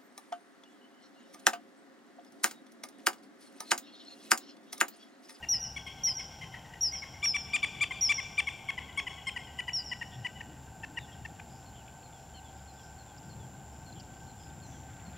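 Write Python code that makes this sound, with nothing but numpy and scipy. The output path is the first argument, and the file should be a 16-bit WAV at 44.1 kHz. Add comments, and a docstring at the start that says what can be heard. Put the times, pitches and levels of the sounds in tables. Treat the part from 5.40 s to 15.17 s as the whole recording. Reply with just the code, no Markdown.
"""At a wetland's edge, distant traffic and machines hum throughout. From the start a kingfisher near
the microphone gives six shrill falling whistles, while a second water bird pips in quick reedy pairs;
the far bank throws both back. The pips swell at 2-3 s, sink in pitch and die out by 6 s, after the
last whistle. That leaves small far birds and an insect's thin wing buzz, which has been growing all
along. From 9 s a soft rustle comes up."""
import sys
import numpy as np
from scipy import signal
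from scipy.fft import rfft, irfft, next_fast_len
from scipy.io import wavfile

SR = 44100
rng = np.random.default_rng(int(sys.argv[2]) if len(sys.argv) > 2 else 0)


def unload_audio(sound):
    """Save the sound as a 16-bit wav file, at the path given as the first command line argument."""
    columns = np.transpose(np.atleast_2d(sound))
    # keep every value between -1 and 1, then stretch to whole-number steps
    steps = np.round(np.clip(columns, -1, 1) * 32767)
    wavfile.write(sys.argv[1], SR, steps.astype(np.int16))


N = 430857
TIME = np.arange(N) / SR


def gain_of(db):
    """Decibels to gain."""
    return 10 ** (np.asarray(db) / 20)


def unit_rms(x):
    """Scales to rms 1."""
    return x / np.sqrt(np.mean(x ** 2) + 1e-20)


def gain_at(spectrum, hz):
    """Gain of a (frequency [Hz], level [dB]) curve, read on a log-frequency axis."""
    f, db = np.transpose(spectrum)
    return gain_of(np.interp(np.log(hz + 1), np.log(f + 1), db))


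def follow(rows, at):
    """Interpolates every later column of a table along its first."""
    axis, *columns = np.transpose(rows)
    return [np.interp(at, axis, column) for column in columns]


def add(mix, start, sound):
    """Adds a sound at a start time in seconds."""
    part = mix[max(round(start * SR), 0):][:len(sound)]
    part += sound[:len(part)]


def noise(size, colour):
    """Noise of rms 1 whose spectrum is the function colour(Hz)."""
    padded = next_fast_len(size)
    spectrum = rfft(rng.standard_normal(padded)) * colour(np.fft.rfftfreq(padded, 1 / SR))
    return unit_rms(irfft(spectrum, padded)[:size])


def band(size, centre_hz, half_width_hz, order=4):
    """A band of noise; a higher order gives steeper sides."""
    return noise(size, lambda f: 1 / (1 + ((f - centre_hz) / half_width_hz) ** order))


def drift(size, hz):
    """Random wander of rms 1, up to about hz."""
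    return band(size, 0, hz)


def placed(x, left_db, side=0):
    """Pans by level; a side signal, opposite in the two channels, adds width."""
    return x * gain_of([[left_db / 2], [-left_db / 2]]) + side * np.array([[1], [-1]])


def puffs(rows):
    """Narrow bursts of noise that rise quickly and trail away."""
    out = np.zeros(N)
    for start, length, db, hz, half_width in rows:
        u = np.linspace(0, 1, int(length * SR))
        burst = band(SR // 2, hz, half_width)[:len(u)] * np.sin(np.pi * np.sqrt(u)) ** 2
        add(out, start, gain_of(db) * unit_rms(burst))
    return out


# open air over the wetland: (frequency [Hz], relative level [dB])
AIR_SPECTRUM = [(15, -18), (60, 5), (340, -8), (600, -7), (780, 3), (890, -3), (980, -10), (1250, -15),
                (1900, -18), (2900, -18), (3900, -23.5), (6000, -20.5), (8600, -28), (15500, -30)]
def air():
    """A steady airy hiss, almost alike on both sides of the microphone."""
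    hiss = noise(N, lambda f: gain_at(AIR_SPECTRUM, f))
    side = noise(N, lambda f: gain_at(AIR_SPECTRUM, f) * f / (f + 90) / (1 + (f / 4500) ** 4))
    return placed(gain_of(-54) * hiss, left_db=.5, side=gain_of(-70.5) * side)


# tones of far machines: (frequency [Hz], width [Hz], level [dB])
MACHINE_TONES = [(71.7, 5.1, -59.5), (772.5, 7.1, -67), (895.6, 10, -67.5), (1039, 9.7, -77),
                 (1403, 22, -74), (1546, 11, -70), (1542, 89, -66.5)]
def machines():
    """Distant hum, each tone a band of noise so narrow that it wavers."""
    return sum(gain_of(db) * band(N, hz, width / 2, order=2) for hz, width, db in MACHINE_TONES)


# distant traffic: (frequency [Hz], relative level [dB])
TRAFFIC_SPECTRUM = [(20, -40), (50, -11), (70, -3), (130, 4), (200, -4), (320, -10.5), (600, -26),
                    (2000, -48)]
# its rise and fall: (time [s], relative level [dB])
TRAFFIC_LEVEL = [(0, -53.5), (1.75, -54.5), (2.1, -50.5), (3.5, -54.5), (4.85, -51.5), (5.5, -53),
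                 (6.15, -51.5), (6.4, -56.5), (7.74, -55), (7.9, -47.5), (8.3, -50.5), (9.77, -51)]
def traffic(trim_db=-1, waver_db=.7):
    """The rumble of far traffic swells and wavers, a little to the left."""
    level_db = follow(TRAFFIC_LEVEL, TIME)[0] + trim_db + waver_db * drift(N, 3.6)
    middle, side = (noise(N, lambda f: gain_at(TRAFFIC_SPECTRUM, f)) for _ in range(2))
    return gain_of(level_db) * placed(middle, left_db=2.5, side=gain_of(-22) * side)


# swells in the far rumble: (time [s], length [s], level [dB], centre [Hz], half-width [Hz])
RUMBLE_SWELLS = [(1.0, 0.16, -54, 140, 45), (4.76, 0.11, -47, 133, 35), (5.03, 0.22, -58.5, 262, 51),
                 (5.46, 0.16, -60, 282, 39.8), (9.66, 0.16, -55, 181, 40)]
def rumble_swells():
    """Brief, dull swells of low noise in the distance."""
    return puffs(RUMBLE_SWELLS)


# a late rustle: (time [s], level [dB])
RUSTLE_LEVEL = [(0, -92), (8.95, -92), (9.3, -69), (9.77, -66)]
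def rustle(flutter_db=3.5):
    """A soft, uneven rustle in the middle range."""
    hiss = band(N, centre_hz=1700, half_width_hz=800, order=2)
    return hiss * gain_of(follow(RUSTLE_LEVEL, TIME)[0] + flutter_db * drift(N, 14))


# a far dry trill: (time [s], level [dB])
TRILL_LEVEL = [(0, -69), (5.9, -74.5), (6.5, -72.5), (8.2, -74.5), (9.2, -71.5), (9.77, -70)]
def trill(ticks_per_s=30):
    """Dry ticks of noise, uneven in strength."""
    cycle = np.cumsum(ticks_per_s * (1 + .01 * drift(N, 2))) / SR % 1
    strength = np.exp(-((cycle - .5) / .12) ** 2) * gain_of(1.5 * drift(N, 15))
    ticks = unit_rms(strength * band(N, centre_hz=3100, half_width_hz=900))
    return ticks * gain_of(follow(TRILL_LEVEL, TIME)[0])


# the insect warms up: (time [s], level [dB])
INSECT_LEVEL = [(0, -72), (2.1, -66), (4, -64), (6.1, -61.5), (9.77, -60)]
def insect(wing_hz=7290, sweep_hz=640, stroke_hz=108.6, back_db=-7, scrape_db=-11):
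    """Each wing stroke is a tiny falling chirp, followed by a weaker back stroke."""
    cycle = np.cumsum(stroke_hz * (1 + .004 * drift(N, 16))) / SR % 1
    forward = np.exp(-((cycle - .25) / .15) ** 2)
    back = gain_of(back_db) * np.exp(-((cycle - .72) / .25) ** 2)
    hz = wing_hz + sweep_hz * (.5 - (2 * cycle) % 1) + 60 * drift(N, 196)
    tone = np.sin(2 * np.pi * np.cumsum(hz) / SR)
    scrape = gain_of(scrape_db) * band(N, wing_hz, 500, order=6)
    return unit_rms((forward + back) * (tone + scrape)) * gain_of(follow(INSECT_LEVEL, TIME)[0])


def twitters(from_s=5.5, every_s=.39, length_s=.22, db=-75.5, hz=5300, half_width_hz=500):
    """Nine faint, high twitters far off, at loose intervals as the pips die out."""
    starts = from_s + every_s * (np.arange(9) + rng.uniform(-.5, .5, 9))
    centres = hz + rng.uniform(-300, 300, 9)
    return puffs([(start, length_s, db, centre, half_width_hz) for start, centre in zip(starts, centres)])


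# far birds' chips: (time [s], length [s], level [dB], centre [Hz], half-width [Hz])
CHIPS = [(4.71, .1, -61, 3350, 300), (6.08, .2, -74, 4950, 250), (6.478, 0.013, -57, 2890, 700),
         (7.38, .22, -69.5, 5450, 600), (7.777, .018, -61, 5130, 400), (8.523, 0.018, -59, 4260, 300),
         (8.595, 0.027, -57, 4930, 700), (8.98, .18, -68.5, 5070, 220), (9.23, .3, -67.5, 6000, 450)]
def chips():
    """Raspy calls, each a narrow burst of noise."""
    return puffs(CHIPS)


def slur(length, start_hz, warble, fall_hz_per_s=5800, scatter=.008):
    """A thin note that bends downward; warble and scatter are shares of its pitch."""
    u = np.linspace(0, 1, int(length * SR))
    glide_hz = start_hz - fall_hz_per_s * length * u ** 1.4
    hz = glide_hz * (1 + scatter * rng.uniform(-1.03, 1) + warble * drift(len(u), 210))
    return unit_rms(np.sin(2 * np.pi * np.cumsum(hz) / SR) * signal.windows.tukey(len(u), .3))


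# a small far bird's phrases: (time [s], level [dB])
PHRASES = [(6.252, -66.5), (6.628, -65), (6.944, -61.5), (7.27, -64), (7.58, -64), (7.894, -63),
           (8.455, -63), (8.872, -67.5), (9.22, -63), (9.648, -65.5)]
# the notes of each: (delay [s], length [s], relative level [dB], start pitch [Hz])
PHRASE_NOTES = [(0, 0.05, 0, 4370), (0.094, 0.069, -5, 3510)]
def two_note_bird():
    """One phrase repeated: a high slur, then a softer low one."""
    out = np.zeros(N)
    for start, db in PHRASES:
        for delay, length, note_db, hz in PHRASE_NOTES:
            add(out, start + delay, gain_of(db + note_db) * slur(length, hz, warble=.0079))
    return out


# another far bird: (time [s], length [s], level [dB], start pitch [Hz])
HOARSE_NOTES = [(5.588, 0.078, -61, 3750), (5.716, .033, -59, 3260), (6.334, .1, -64, 3240),
                (6.934, .07, -60, 3195), (8.553, 0.068, -64, 3180)]
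def hoarse_bird():
    """Falling notes, roughened by a fast warble."""
    out = np.zeros(N)
    for start, length, db, hz in HOARSE_NOTES:
        add(out, start, gain_of(db) * slur(length, hz, warble=.032))
    return out


# echo of near reeds and the far bank: (delay [s], relative level [dB])
ECHO_DECAY = [(.004, -9), (.02, 0), (.045, -3), (.06, -14), (.098, -17), (.108, -3), (.135, -6), (.2, -14),
              (.3, -22), (.5, -32), (1.1, -65)]
# its colour: (frequency [Hz], gain [dB])
ECHO_SPECTRUM = [(500, 8.5), (1150, -2), (2200, -12), (2800, -3.5), (3350, -0.5), (4200, -3.5), (5150, -5),
                 (5700, 0), (6500, -1.5), (8500, -11), (12000, -11)]
def bank_echo(x, spread=.15):
    """Scattered reflections: a few from reeds by the microphone, then a cluster from the far bank."""
    t = np.arange(SR) / SR
    taps_per_s = 500 + 6000 * t
    taps = rng.choice([-1., 1.], (2, SR)) * (rng.random((2, SR)) < taps_per_s / SR)
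    taps *= gain_of(follow(ECHO_DECAY, t)[0])
    taps /= np.linalg.norm(taps, axis=1, keepdims=True)
    middle, side = irfft(rfft(taps) * gain_at(ECHO_SPECTRUM, np.fft.rfftfreq(SR, 1 / SR)))
    response = placed(middle, left_db=0, side=spread * side)
    return signal.fftconvolve(x[None], response, axes=1)[:, :N]


# strong single reflections off water, reeds and the far bank: (delay [s], gain [dB])
REFLECTIONS = [(.012, -12), (.0176, -16), (.025, -15), (.106, -15), (.1145, -20), (.134, -22)]
def slaps(x):
    """Distinct delayed copies, which beat against a gliding call at the microphone."""
    out = np.zeros(N)
    for delay, db in REFLECTIONS:
        add(out, delay, gain_of(db) * x)
    return out


# course of a pip: (share of length [0-1], level [dB], pitch [factor], roughness [0-1])
PIP_COURSE = [(0, -10, 1, .2), (.14, -1, 1, .05), (.42, .5, 1, .03), (.66, 0, 1, .08), (.76, -5, .99, .35),
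              (.83, -3, .83, .35), (.92, -12, .8, .4), (1, -26, .78, .4)]
# the water bird's throat: (frequency [Hz], relative level [dB])
THROAT_SPECTRUM = [(600, -24), (950, -11.5), (1200, -17.5), (1550, -15.5), (1900, 4), (2070, -1.5),
                   (2300, 5.5), (2600, -2.5), (2850, -0.5), (3150, -15.5), (3450, -14), (3850, -55),
                   (4400, -34.5), (5300, -25.5), (6200, -40), (7100, -27.5), (7700, -45), (8450, -27),
                   (9300, -42), (11500, -50), (15000, -66)]
# the rasp in its voice: (frequency [Hz], relative level [dB])
RASP_SPECTRUM = [(700, -9), (2700, -2), (3900, -10.5), (5500, -5.5), (9000, -26), (10500, -18),
                 (12000, -24), (15000, -34)]
def pip(length, db, top_hz, bright_db, jitter=.048, rasp=.51, arch_width_s=.0547):
    """Reedy pulses through a throat that favours harmonics 2 and 3, ending in a rough downward flick."""
    u = np.linspace(0, 1, int(length * SR))
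    shape_db, flick, rough = follow(PIP_COURSE, u)
    rough += np.interp(db, [-44, -34], [.3, 0])  # soft pips are less firmly voiced
    # a long pip climbs to the top of the pitch arch; a short one catches only the fall
    from_top_s = (u - .62) * length + .00905
    arch_hz = top_hz * np.exp(-(from_top_s / arch_width_s) ** 2)
    hz = arch_hz * flick * (1 + jitter * np.sqrt(rough) * drift(len(u), 1050))
    harmonic = np.arange(1, 15)[:, None]
    # the upper harmonics come and go within a pip
    flutter_db = np.where(harmonic > 3, 5, 1.5) * np.array([drift(4096, 51)[:len(u)] for _ in harmonic])
    heights = gain_at(THROAT_SPECTRUM, harmonic * hz) * gain_of(bright_db * (harmonic > 2) + flutter_db)
    turns = harmonic * np.cumsum(hz) / SR + rng.random(harmonic.shape)
    voice = unit_rms((heights * np.cos(2 * np.pi * turns)).sum(0) / np.linalg.norm(heights, axis=0))
    hiss = rasp * rough * noise(len(u), lambda f: gain_at(RASP_SPECTRUM, f))
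    return (voice + hiss) * gain_of(db + shape_db) * signal.windows.tukey(len(u), .12)


# pips, mostly a strong one and a weaker answer:
# (time [s], length [s], level [dB], top pitch [Hz], lift above the second harmonic [dB])
PIP_CALLS = [(.025, .03, -40.5, 947, 3), (.135, .02, -44.5, 994, 11), (0.362, .024, -37, 1133, 9),
             (.464, 0.023, -41, 1083, 12), (.671, 0.028, -41.5, 1053, 7), (0.792, 0.023, -43.5, 1117, 9.5),
             (1.01, 0.041, -44.5, 1055, 5.5), (1.14, 0.013, -43, 965, -15.5), (1.335, .012, -46, 968, -1.5),
             (1.521, 0.045, -46.5, 1100, 6.5), (1.62, 0.027, -41.5, 1112, -10),
             (1.826, .04, -30.5, 1190, 8.5), (1.941, 0.032, -29, 1173, 5), (2.132, 0.042, -26, 1217, 11.5),
             (2.228, 0.024, -25.5, 1159, 8.5), (2.407, 0.042, -25, 1198, 11.5),
             (2.507, 0.019, -33.5, 1065, 2), (2.69, 0.041, -24, 1190, 10.5), (2.779, 0.028, -33, 1089, 4.5),
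             (2.978, 0.033, -24.5, 1187, 10), (3.07, 0.025, -30, 1114, 4), (3.286, .024, -30, 1110, 5.5),
             (3.377, .018, -34.5, 1014, 2.5), (3.573, .034, -29.5, 1115, 6.5),
             (3.667, 0.02, -34.5, 1010, 2.5), (3.867, .035, -32.5, 1077, 10), (3.961, 0.021, -34.5, 982, 0),
             (4.187, 0.023, -32.5, 992, 8), (4.279, 0.021, -33.5, 985, 4.5), (4.514, .026, -33.5, 988, 3.5),
             (4.612, 0.022, -35.5, 946, -3.5), (4.846, 0.03, -33, 990, 5.5), (5.006, .012, -39, 932, -3),
             (5.433, 0.019, -38.5, 909, -6), (5.571, 0.022, -34, 955, 2), (5.85, 0.015, -39.5, 907, -3),
             (5.997, .0075, -44, 835, -11)]
# the bird faces away from the microphone at first, so more arrives as echo: (time [s], echo gain [dB])
FACING_AWAY = [(0, 3.5), (1.6, 9.5), (1.8, -0.5), (3, -3.5), (3.3, 1.5), (6, -9)]
def water_bird(squeak_db=-21):
    """Pips and their echoes, each led by a tiny rising squeak as the voice catches."""
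    t = np.arange(int(.0079 * SR)) / SR
    squeak = unit_rms(signal.chirp(t, f0=2572.4, t1=t[-1], f1=3436.75) * np.hanning(len(t)))
    direct = np.zeros(N)
    for start, length, db, top_hz, bright_db in PIP_CALLS:
        add(direct, start, pip(length, db, top_hz, bright_db))
        add(direct, start - .007, gain_of(db + squeak_db) * squeak)
    thrown = direct * gain_of(follow(FACING_AWAY, TIME)[0])
    return direct + gain_of(-9.5) * slaps(thrown) + gain_of(-3.5) * bank_echo(thrown)


# whistles: (start [s], end [s], level [dB], top pitch [Hz], low pitch [Hz], hold of the top [exponent])
KINGFISHER_CALLS = [(0.086, 0.174, -27.5, 5830, 4960, 1.01), (.634, 0.724, -28.5, 5777, 4930, 0.93),
                    (1.408, 1.496, -28.5, 5730, 4870, 0.99), (1.839, 1.928, -28.5, 5650, 5010, 1.13),
                    (2.609, 2.69, -27, 5754, 5030, 1.05), (4.332, 4.412, -32.5, 5635, 4750, 0.93)]
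# course of a whistle: (share of length [0-1], pitch fall [0 top, 1 low], level [dB])
WHISTLE_COURSE = [(0, .55, -7), (.05, .1, -2), (.12, 0, -.5), (.33, .11, 1.5), (.57, .45, 0), (.8, .76, -4),
                  (.95, .95, -8), (1, 1.12, -17)]
def kingfisher(second_db=-28, third_db=-40, waver=.0029):
    """A near-pure tone snaps up to its top, slides down and echoes across the water."""
    direct = np.zeros(N)
    for start, end, db, top_hz, low_hz, hold in KINGFISHER_CALLS:
        u = np.linspace(0, 1, int((end - start) * SR))
        fall, shape_db = follow(WHISTLE_COURSE, u ** hold)
        hz = (top_hz + (low_hz - top_hz) * fall) * (1 + waver * drift(len(u), 440))
        phase = 2 * np.pi * np.cumsum(hz) / SR
        overtones = gain_of(second_db) * np.sin(2 * phase) + gain_of(third_db) * np.sin(3 * phase)
        overtones *= gain_of(3.2 * drift(len(u), 230) - 8.2 * fall)  # flickering, strongest at the top
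        envelope = gain_of(db + shape_db) * signal.windows.tukey(len(u), .05)
        add(direct, start, np.sqrt(2) * (np.sin(phase) + overtones) * envelope)
    return direct + slaps(direct) + gain_of(-10) * bank_echo(direct)


def scene():
    """The wetland from the microphone: two birds left of centre, in front of the distant sounds."""
    near = placed(kingfisher(), left_db=1.3) + placed(water_bird(), left_db=3.5)
    far_birds = twitters() + chips() + two_note_bird() + hoarse_bird()
    far = far_birds + gain_of(-7) * bank_echo(far_birds) + trill() + rustle() + rumble_swells()
    background = air() + placed(machines(), left_db=.5) + traffic()
    return background + placed(far, left_db=1.5) + placed(insect(), left_db=1) + near


def record(dry, edge_hz=15800):
    """The recorder's band limit."""
    lowpass = signal.firwin(511, edge_hz, window=("kaiser", 9), fs=SR)
    return signal.oaconvolve(dry, lowpass[None], "same")


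dry = scene()
out = record(dry)
unload_audio(out)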